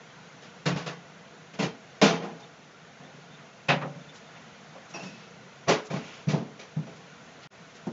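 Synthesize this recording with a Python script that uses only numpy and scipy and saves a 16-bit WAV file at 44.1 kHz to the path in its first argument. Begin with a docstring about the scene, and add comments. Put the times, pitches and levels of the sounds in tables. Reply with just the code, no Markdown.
"""A steady fan-like hum runs throughout; over it kitchen ware is set down around a steel sink: a strainer in the basin,
a plastic bowl on the counter, a board pulled from its rack, tapped by a knife and laid over the sink, a last dull thump.
Each knock starts decaying sine modes of the object and narrow noise bands for the dense ringing of steel and small room.
Shaped noise makes the hum, the slide of the board, soft brushes and tiny pips.
There is little deep bass and a steep top cut; near the end the sound drops out briefly and fades back in."""
import sys
import numpy as np
from scipy import signal
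from scipy.fft import rfft, irfft
from scipy.io import wavfile

SR = 44100
rng = np.random.default_rng(int(sys.argv[2]) if len(sys.argv) > 2 else 0)


def to_wav(sig):
    """Store sig (one row per channel, or 1-D mono) as 16-bit WAV at the path in sys.argv[1].

    Samples outside -1..1 are clipped; the rate is SR.
    """
    pcm = np.clip(np.atleast_2d(sig), -1, 1) * 32767
    pcm = np.round(pcm).astype(np.int16)
    wavfile.write(sys.argv[1], SR, pcm.T)  # frames by channels


def how_loud(loudness_db):
    """Turn decibels into a plain amplitude multiplier (0 dB gives 1, 20 dB gives 10)."""
    steps = np.asarray(loudness_db, float) / 20
    return 10 ** steps


N = 349272
T = np.arange(N) / SR

# Spectrum shape of the hum: pitch_hz, relative level_db (per Hz)
HUM_SPECTRUM = [(18, -50.5), (30, -21.5), (113, -11.5), (153, 0.5), (293, -11.5), (330, -14.5), (467, -9),
                (603, -12.5), (662, -9.5), (836, -13), (1460, -15), (1800, -15), (1930, -15), (6330, -26.5),
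                (7800, -30.5), (10100, -53), (17200, -120)]
# Resonances lifted out of the hum: pitch_hz, width_hz, lift_db
HUM_PEAKS = [(479, 30, 2.5), (680, 30, 2.5), (1438, 110, 4), (3460, 230, 0.5), (5000, 650, -2),
             (6210, 970, 2.5)]
# Faint brushing puffs: centre_s, level_db, length_ms (centre to 1/e), pitch_hz
BRUSHES = [(3.391, -54.5, 42, 1500), (4.165, -51, 25, 6000), (4.91, -52, 16, 5000), (5.05, -51, 67, 5000),
           (5.2, -55.5, 74, 3000), (5.866, -48, 15, 6000), (6.97, -58, 20, 5000), (7.441, -50.5, 21, 3000),
           (7.765, -55, 23, 5000)]
# Faint short pips: centre_s, level_db
PIPS = [(2.437, -52.5), (3.057, -60), (3.322, -59), (3.352, -58), (4.015, -60), (4.1, -54), (4.277, -59),
        (4.365, -57)]
# Resonances of wood sliding on steel: pitch_hz, width_hz, relative level_db
SLIDE_PEAKS = [(500, 840, -2), (2390, 930, 0), (3400, 750, -12), (5500, 2300, -4.5)]

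# Blows on each object: start_s, thud_db (210 Hz and below), body_db (420-900 Hz), crack_db (4 kHz and up),
# ring_share (multiplies the free decay times)
STRAINER_KNOCKS = [(.418, -70, -55.5, -55, 0.98), (.6555, -27, -27.5, -33.5, 0.63),
                   (.706, -29.5, -44.5, -68, 0.59), (.745, -28, -53, -66, 0.24), (.758, -52, -39, -44.5, 1),
                   (.860, -42, -36.5, -42.5, 0.68)]
BOWL_KNOCKS = [(1.535, -52, -49, -52.5, .5), (1.588, -26, -31, -37.5, 0.67), (1.62, -24.5, -34, -40, 0.57),
               (2.0142, -16, -15.5, -23, 0.095), (2.017, -16.5, -19.5, -26, 0.93),
               (2.220, -39, -40, -56.5, 1.47), (2.395, -56, -70, -58, .6)]
RACK_KNOCKS = [(2.99, -51, -55, -81, 2.1), (3.6835, -26, -25, -27, 0.57), (3.812, -49, -42, -53, .3),
               (3.820, -34, -37, -58, 0.47), (3.848, -48, -52, -79, 0.64), (3.953, -39.5, -56, -80, 0.38),
               (4.355, -58, -59, -58, 0.47), (4.751, -62, -44.5, -86, 0.37)]
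KNIFE_KNOCKS = [(4.937, -39, -38.5, -50.5, 0.96), (5.028, -32, -46.5, -53, .5),
                (5.085, -37, -74, -67, 1.05)]
BOARD_KNOCKS = [(5.672, -23, -31.5, -46, 0.59), (5.681, -20, -28, -33, 0.17),
                (5.688, -29.5, -24, -29, 0.69), (5.900, -32.5, -38.5, -47.5, 1),
                (5.936, -21.5, -41, -57, 0.38), (5.958, -35, -47, -52, 0.52), (6.270, -17, -43, -57, 0.56),
                (6.284, -33, -40, -40.5, 0.97), (6.330, -22, -34, -84, 0.98),
                (6.590, -63, -49.5, -49.5, 0.8), (6.763, -22.5, -48, -65, 0.7), (6.82, -44, -55, -68, 0.31),
                (6.865, -46, -49, -63, 0.93)]
THUMP_KNOCKS = [(7.866, -26, -39, -53, 0.42)]

# Modes each object rings with on its support: pitch_hz, relative level_db, free t60_s
STRAINER_MODES = [(93, -15, 0.3), (144.7, 5, 0.44), (171.7, 4, 0.94), (292, -4, 0.5), (421, -6, 0.43),
                  (489, -2.5, 0.32), (613, -5, 0.2), (693, -7, 0.32), (1136, -9, 0.46), (1330, -6.5, 0.25),
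                  (1500, -12.5, 0.49), (1750, -9, .3), (2000, -23, .3), (2540, -17, 0.31)]
BOWL_MODES = [(140.6, -14, 0.19), (168, -7.5, 0.65), (202, 3, 0.19), (268, -4, 0.37), (292.7, -5, 0.18),
              (435.6, -2.5, 0.43), (467.5, -3.5, 0.48), (597, 1, 0.12), (673, -5.5, 0.45), (775, -6, 0.26),
              (832, -16, 0.79), (933, -16, 0.35), (1040, -12, 0.36), (1327, -13, 0.35), (1423, -11.5, 0.38),
              (2100, -11, 0.21), (2190, -12, 0.07), (2410, -9.5, .25), (2710, -12, 0.16), (2870, -17, 0.34),
              (3150, -15, 0.49), (6240, -14, 0.33)]
RACK_MODES = [(145.5, 0, 0.83), (173, -3.5, 0.88), (258.1, -4.5, 0.72), (529, -3, 0.58), (572, -6.5, 1),
              (618, -17, 0.6), (709, -5.5, .35), (778, -7.5, 0.79), (885, -24, 0.15), (1070, -2.5, .2),
              (1330, -19, .2), (1520, -17.5, 0.22), (1864, -2.5, 0.18), (1970, -3, 0.11), (2300, -12, .2),
              (2370, -6, 0.17), (2540, -0.5, .2), (2770, -5.5, 0.18)]
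KNIFE_MODES = [(185, -5, .4), (336, -8, .3), (676, -4, .36), (838, -8, .4), (2525, -1, .6), (2565, -4, .5),
               (2608, -2, .9), (2700, -3, .7), (2810, 0, .2), (4910, -13, .5), (5030, -9, .4),
               (5391, -4, .35), (5465, -3, .7), (5614, -1, .3), (5750, -3, .15)]
BOARD_MODES = [(121.4, -12, 0.2), (153.8, 4.5, 0.17), (195.5, -9.5, 0.26), (255.5, -12.5, 0.37),
               (290, -10.5, 0.54), (373, -6.5, 0.21), (427.5, -1, 0.52), (464, -14.5, 0.34),
               (514, 1.5, 0.2), (557, -7, 0.53), (659.5, 2, 0.22), (740, -23.5, 0.13), (794, -16, 0.18),
               (940, -16, 0.22), (1056, -22.5, 0.53), (1915, -8.5, .16), (2300, -17, .19), (2284, -5, 0.2),
               (2463, -6, 0.21), (5870, -9, 0.25)]
THUMP_MODES = [(140, -41, 0.13), (191, -2.5, 0.4), (249, 4.5, 0.1), (362, 6.5, 0.18), (774, -1, 0.28),
               (905, 0, 0.17)]

# Dense ringing of sheet steel and room: pitch_hz, relative level_db, free t60_s
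STEEL_RINGING = [(60.3, -26.5, 0.41), (99, -34.5, 0.28), (147, -12, 0.52), (293, -18, 0.49),
                 (685, -11, 0.43), (1500, -8, 0.39), (2460, -5, 0.34), (4000, -5.5, 0.31),
                 (6000, -6.5, 0.3), (8600, -12, 0.18)]
# How strongly each object shakes the steel: level_db at 80, 350, 1500, 2600 and 7000 Hz
STRAINER_SHAKE = (0, 0, -1, 0, 0)
BOWL_SHAKE = (-9.5, 4, -3.5, -1, 0.5)
RACK_SHAKE = (3.5, 5.5, 3.5, 4, -11.5)
KNIFE_SHAKE = (-8, 3, -3, -4, 2)
BOARD_SHAKE = (-8, 5, -1.5, -0.5, -0.5)
THUMP_SHAKE = (-13, 14.5, -5.5, -11, 1)

# Steep top cut, as from a low sample rate: pitch_hz, level_db
TOP_CUT = [(6800, -0.5), (7200, -2), (7600, -16), (7900, -22.5), (8200, -65.5), (8500, -90)]

PATCHY_DB = 2.5  # rms flicker of narrow noise bands
HUM_DB, HUM_WAVER_DB, HUM_WAVER_HZ = -49.5, 0.6, 1.1  # level, rms and speed of its slow wavering
PIP_HZ, PIP_WIDTH_HZ, PIP_MS = 3570, 110, 13  # length from centre to 1/e
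SLIDE_FROM_S, SLIDE_TO_S, SLIDE_DB, SLIDE_RISE_S, SLIDE_FALL_S = 5.88, 6.29, -51.5, 0.19, 0.14
# Random wavering roughens the modes: rms from 2500 Hz up, less below
WOBBLE_DB, WOBBLE_HZ = 5.5, 40
# Chatter at a ring_share of 1: length at a crack of 0 dB, change per dB of crack, shortest length
CHATTER_MS, CHATTER_MS_PER_DB, CHATTER_LEAST_MS = 81.7, 1.02, 10
SOFT_MS_PER_DB = 0.07  # a soft blow pushes longer: per dB of thud over crack
LOW_CUT_HZ = 93.5
GAP_FROM_S, GAP_TO_S, GAP_BACK_S, GAP_DB = 7.474, 7.503, .02, -38  # BACK is the fade-in time constant


def on_log(hz, at_hz, values):
    """Values joined by straight lines on a log-frequency axis."""
    return np.interp(np.log(hz), np.log(at_hz), values)


def band(hz, width, noise):
    """One bell-shaped resonance band of a noise spectrum, rms 1."""
    f = np.fft.rfftfreq(N, 1 / SR)
    x = irfft(noise * np.exp(-((f - hz) / width) ** 2), N)
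    return x / x.std()


def swell(centre_s, length_ms):
    """A bell-shaped loudness curve that rises and falls smoothly around its centre."""
    return np.exp(-((T - centre_s) * 1000 / length_ms) ** 2)


def patchy():
    """White noise whose narrow bands each flicker in level on their own, from one short frame to the next."""
    cells = signal.stft(rng.standard_normal(N), nperseg=1024)[2]
    flicker = how_loud(PATCHY_DB * rng.standard_normal(cells.shape))
    return signal.istft(cells * flicker, nperseg=1024)[1][:N]


def hum():
    """Steady air and machine noise coloured by the small room, wavering slowly."""
    f = np.fft.rfftfreq(N, 1 / SR) + 1
    colour_db = on_log(f, *np.transpose(HUM_SPECTRUM))
    for hz, width, lift_db in HUM_PEAKS:
        colour_db = colour_db + lift_db * np.exp(-((f - hz) / width) ** 2)
    noise = irfft(rfft(patchy()) * how_loud(colour_db), N)
    waver = band(0, HUM_WAVER_HZ, rfft(rng.standard_normal(N)))
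    level = how_loud(HUM_DB + HUM_WAVER_DB * (waver - waver.mean()))
    return level * noise / noise.std()


def brushes():
    """Soft puffs of broad noise."""
    noise = rfft(rng.standard_normal(N))
    return sum(how_loud(db) * band(hz, 0.96 * hz, noise) * swell(s, ms) for s, db, ms, hz in BRUSHES)


def pips():
    """Tiny high blips, short swells of one narrow noise band."""
    tone = band(PIP_HZ, PIP_WIDTH_HZ, rfft(rng.standard_normal(N)))
    return tone * sum(how_loud(db) * swell(s, PIP_MS) for s, db in PIPS)


def slide():
    """Wood dragged over the steel rim: a hiss in broad resonances that builds up, holds and dies away."""
    noise = rfft(patchy())
    rise = (T - SLIDE_FROM_S) / SLIDE_RISE_S
    fall = (SLIDE_TO_S - T) / SLIDE_FALL_S
    push = np.clip(np.minimum(rise, fall), 0, 1)
    hiss = sum(how_loud(db) * band(hz, width, noise) for hz, width, db in SLIDE_PEAKS)
    return how_loud(SLIDE_DB) * push * hiss


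def add(out, s, sound):
    """Mix a short sound in at time s."""
    i = int(s * SR)
    out[i:i + len(sound)] += sound[:N - i]


def fade(t, rise, hold, t60):
    """Builds up, is held while the parts chatter, then dies away."""
    build_up = 1 - np.exp(-t / rise)
    return build_up * np.exp(-np.log(1000) * (np.hypot(t, hold) - hold) / t60)


def ring_modes(out, s, modes, colour, ring, hold, push, wobble):
    """One blow starts all the object's modes together, as decaying sines whose strength wavers."""
    for k, (hz, db, t60) in enumerate(modes):
        t = T[:int(SR * min(hold + .7 * ring * t60, .5))]
        # each mode reads its own stretch of the wobble
        start = (int(s * SR) + k * SR // 3) % (N - SR)
        waver_db = WOBBLE_DB * min(hz / 2500, 1) * wobble[start:start + len(t)]
        level = how_loud(db + waver_db + on_log(hz, *colour))
        envelope = fade(t, 0.66 / hz + 0.16 * hold + push, 0.81 * hold + push, ring * t60)
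        # neighbouring modes start in opposite directions, so close pairs swell before they beat
        add(out, s, (-1) ** k * level * np.sin(2 * np.pi * hz * t) * envelope)


def ring_steel(out, s, bands, colour, ring, hold, push):
    """The blow shakes sheet steel and room, whose modes lie so dense that they ring as bands of noise."""
    for hz, db, t60, noise in bands:
        piece = noise[int(s * SR):int(SR * (s + min(hold + .7 * ring * t60, .5)))]
        # low bands take longer to fill
        envelope = fade(T[:len(piece)], 1.2 / hz + 0.16 * hold + push, hold + push, ring * t60)
        add(out, s, how_loud(db + on_log(hz, *colour)) * piece * envelope)


def knocks(rows, modes, shake_db, steel_hz, steel):
    """Every blow rings object and steel; a harder crack and a freer object chatter longer."""
    out = np.zeros(N)
    at_hz, ringing_db, ringing_t60 = np.transpose(STEEL_RINGING)
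    steel_db = on_log(steel_hz, [80, 350, 1500, 2600, 7000], shake_db) + on_log(steel_hz, at_hz, ringing_db)
    steel_t60 = on_log(steel_hz, at_hz, ringing_t60)
    wobble = band(0, WOBBLE_HZ, rfft(rng.standard_normal(N)))
    for s, thud_db, body_db, crack_db, ring in rows:
        hold = ring * max(CHATTER_MS + CHATTER_MS_PER_DB * crack_db, CHATTER_LEAST_MS) / 1000
        push = SOFT_MS_PER_DB * max(thud_db - crack_db, 0) / 1000
        colour = ([210, 420, 900, 4000], [thud_db, body_db, body_db, crack_db])
        ring_modes(out, s, modes, colour, ring, hold, push, wobble)
        ring_steel(out, s, zip(steel_hz, steel_db, steel_t60, steel), colour, ring, hold, push)
    return out


def scene():
    """All knocks, sharing one set of steel bands, over the quiet sounds."""
    steel_hz = 30 * 2 ** np.arange(0, 8.2, .4)
    noise = rfft(patchy())
    steel = [band(hz, hz / 5, noise) for hz in steel_hz]
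    things = [(STRAINER_KNOCKS, STRAINER_MODES, STRAINER_SHAKE),
              (BOWL_KNOCKS, BOWL_MODES, BOWL_SHAKE),
              (RACK_KNOCKS, RACK_MODES, RACK_SHAKE),
              (KNIFE_KNOCKS, KNIFE_MODES, KNIFE_SHAKE),
              (BOARD_KNOCKS, BOARD_MODES, BOARD_SHAKE),
              (THUMP_KNOCKS, THUMP_MODES, THUMP_SHAKE)]
    hits = sum(knocks(*thing, steel_hz, steel) for thing in things)
    return (hum() + brushes() + pips() + slide() + hits)[None]


def roll_off(x):
    """The treble ends steeply here."""
    return signal.sosfilt(signal.butter(12, 8180, fs=SR, output="sos"), x)


def record(dry):
    """Little deep bass, a steep cut near 7.5 kHz as from a low sample rate, and a short gap in the sound."""
    low_cut = signal.butter(2, LOW_CUT_HZ, "high", fs=SR, output="sos")
    x = signal.sosfilt(low_cut, dry)
    top_db = on_log(np.fft.rfftfreq(N, 1 / SR) + 1, *np.transpose(TOP_CUT))
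    x = irfft(rfft(x) * how_loud(top_db), N)
    # the sound drops to a faint floor, then fades back in
    back = 1 - np.exp(-np.maximum(T - GAP_TO_S, 0) / GAP_BACK_S)
    gap = np.where(T < GAP_FROM_S, 1, np.maximum(back, how_loud(GAP_DB)))
    return roll_off(x * gap)


dry = scene()
out = record(dry)
to_wav(out)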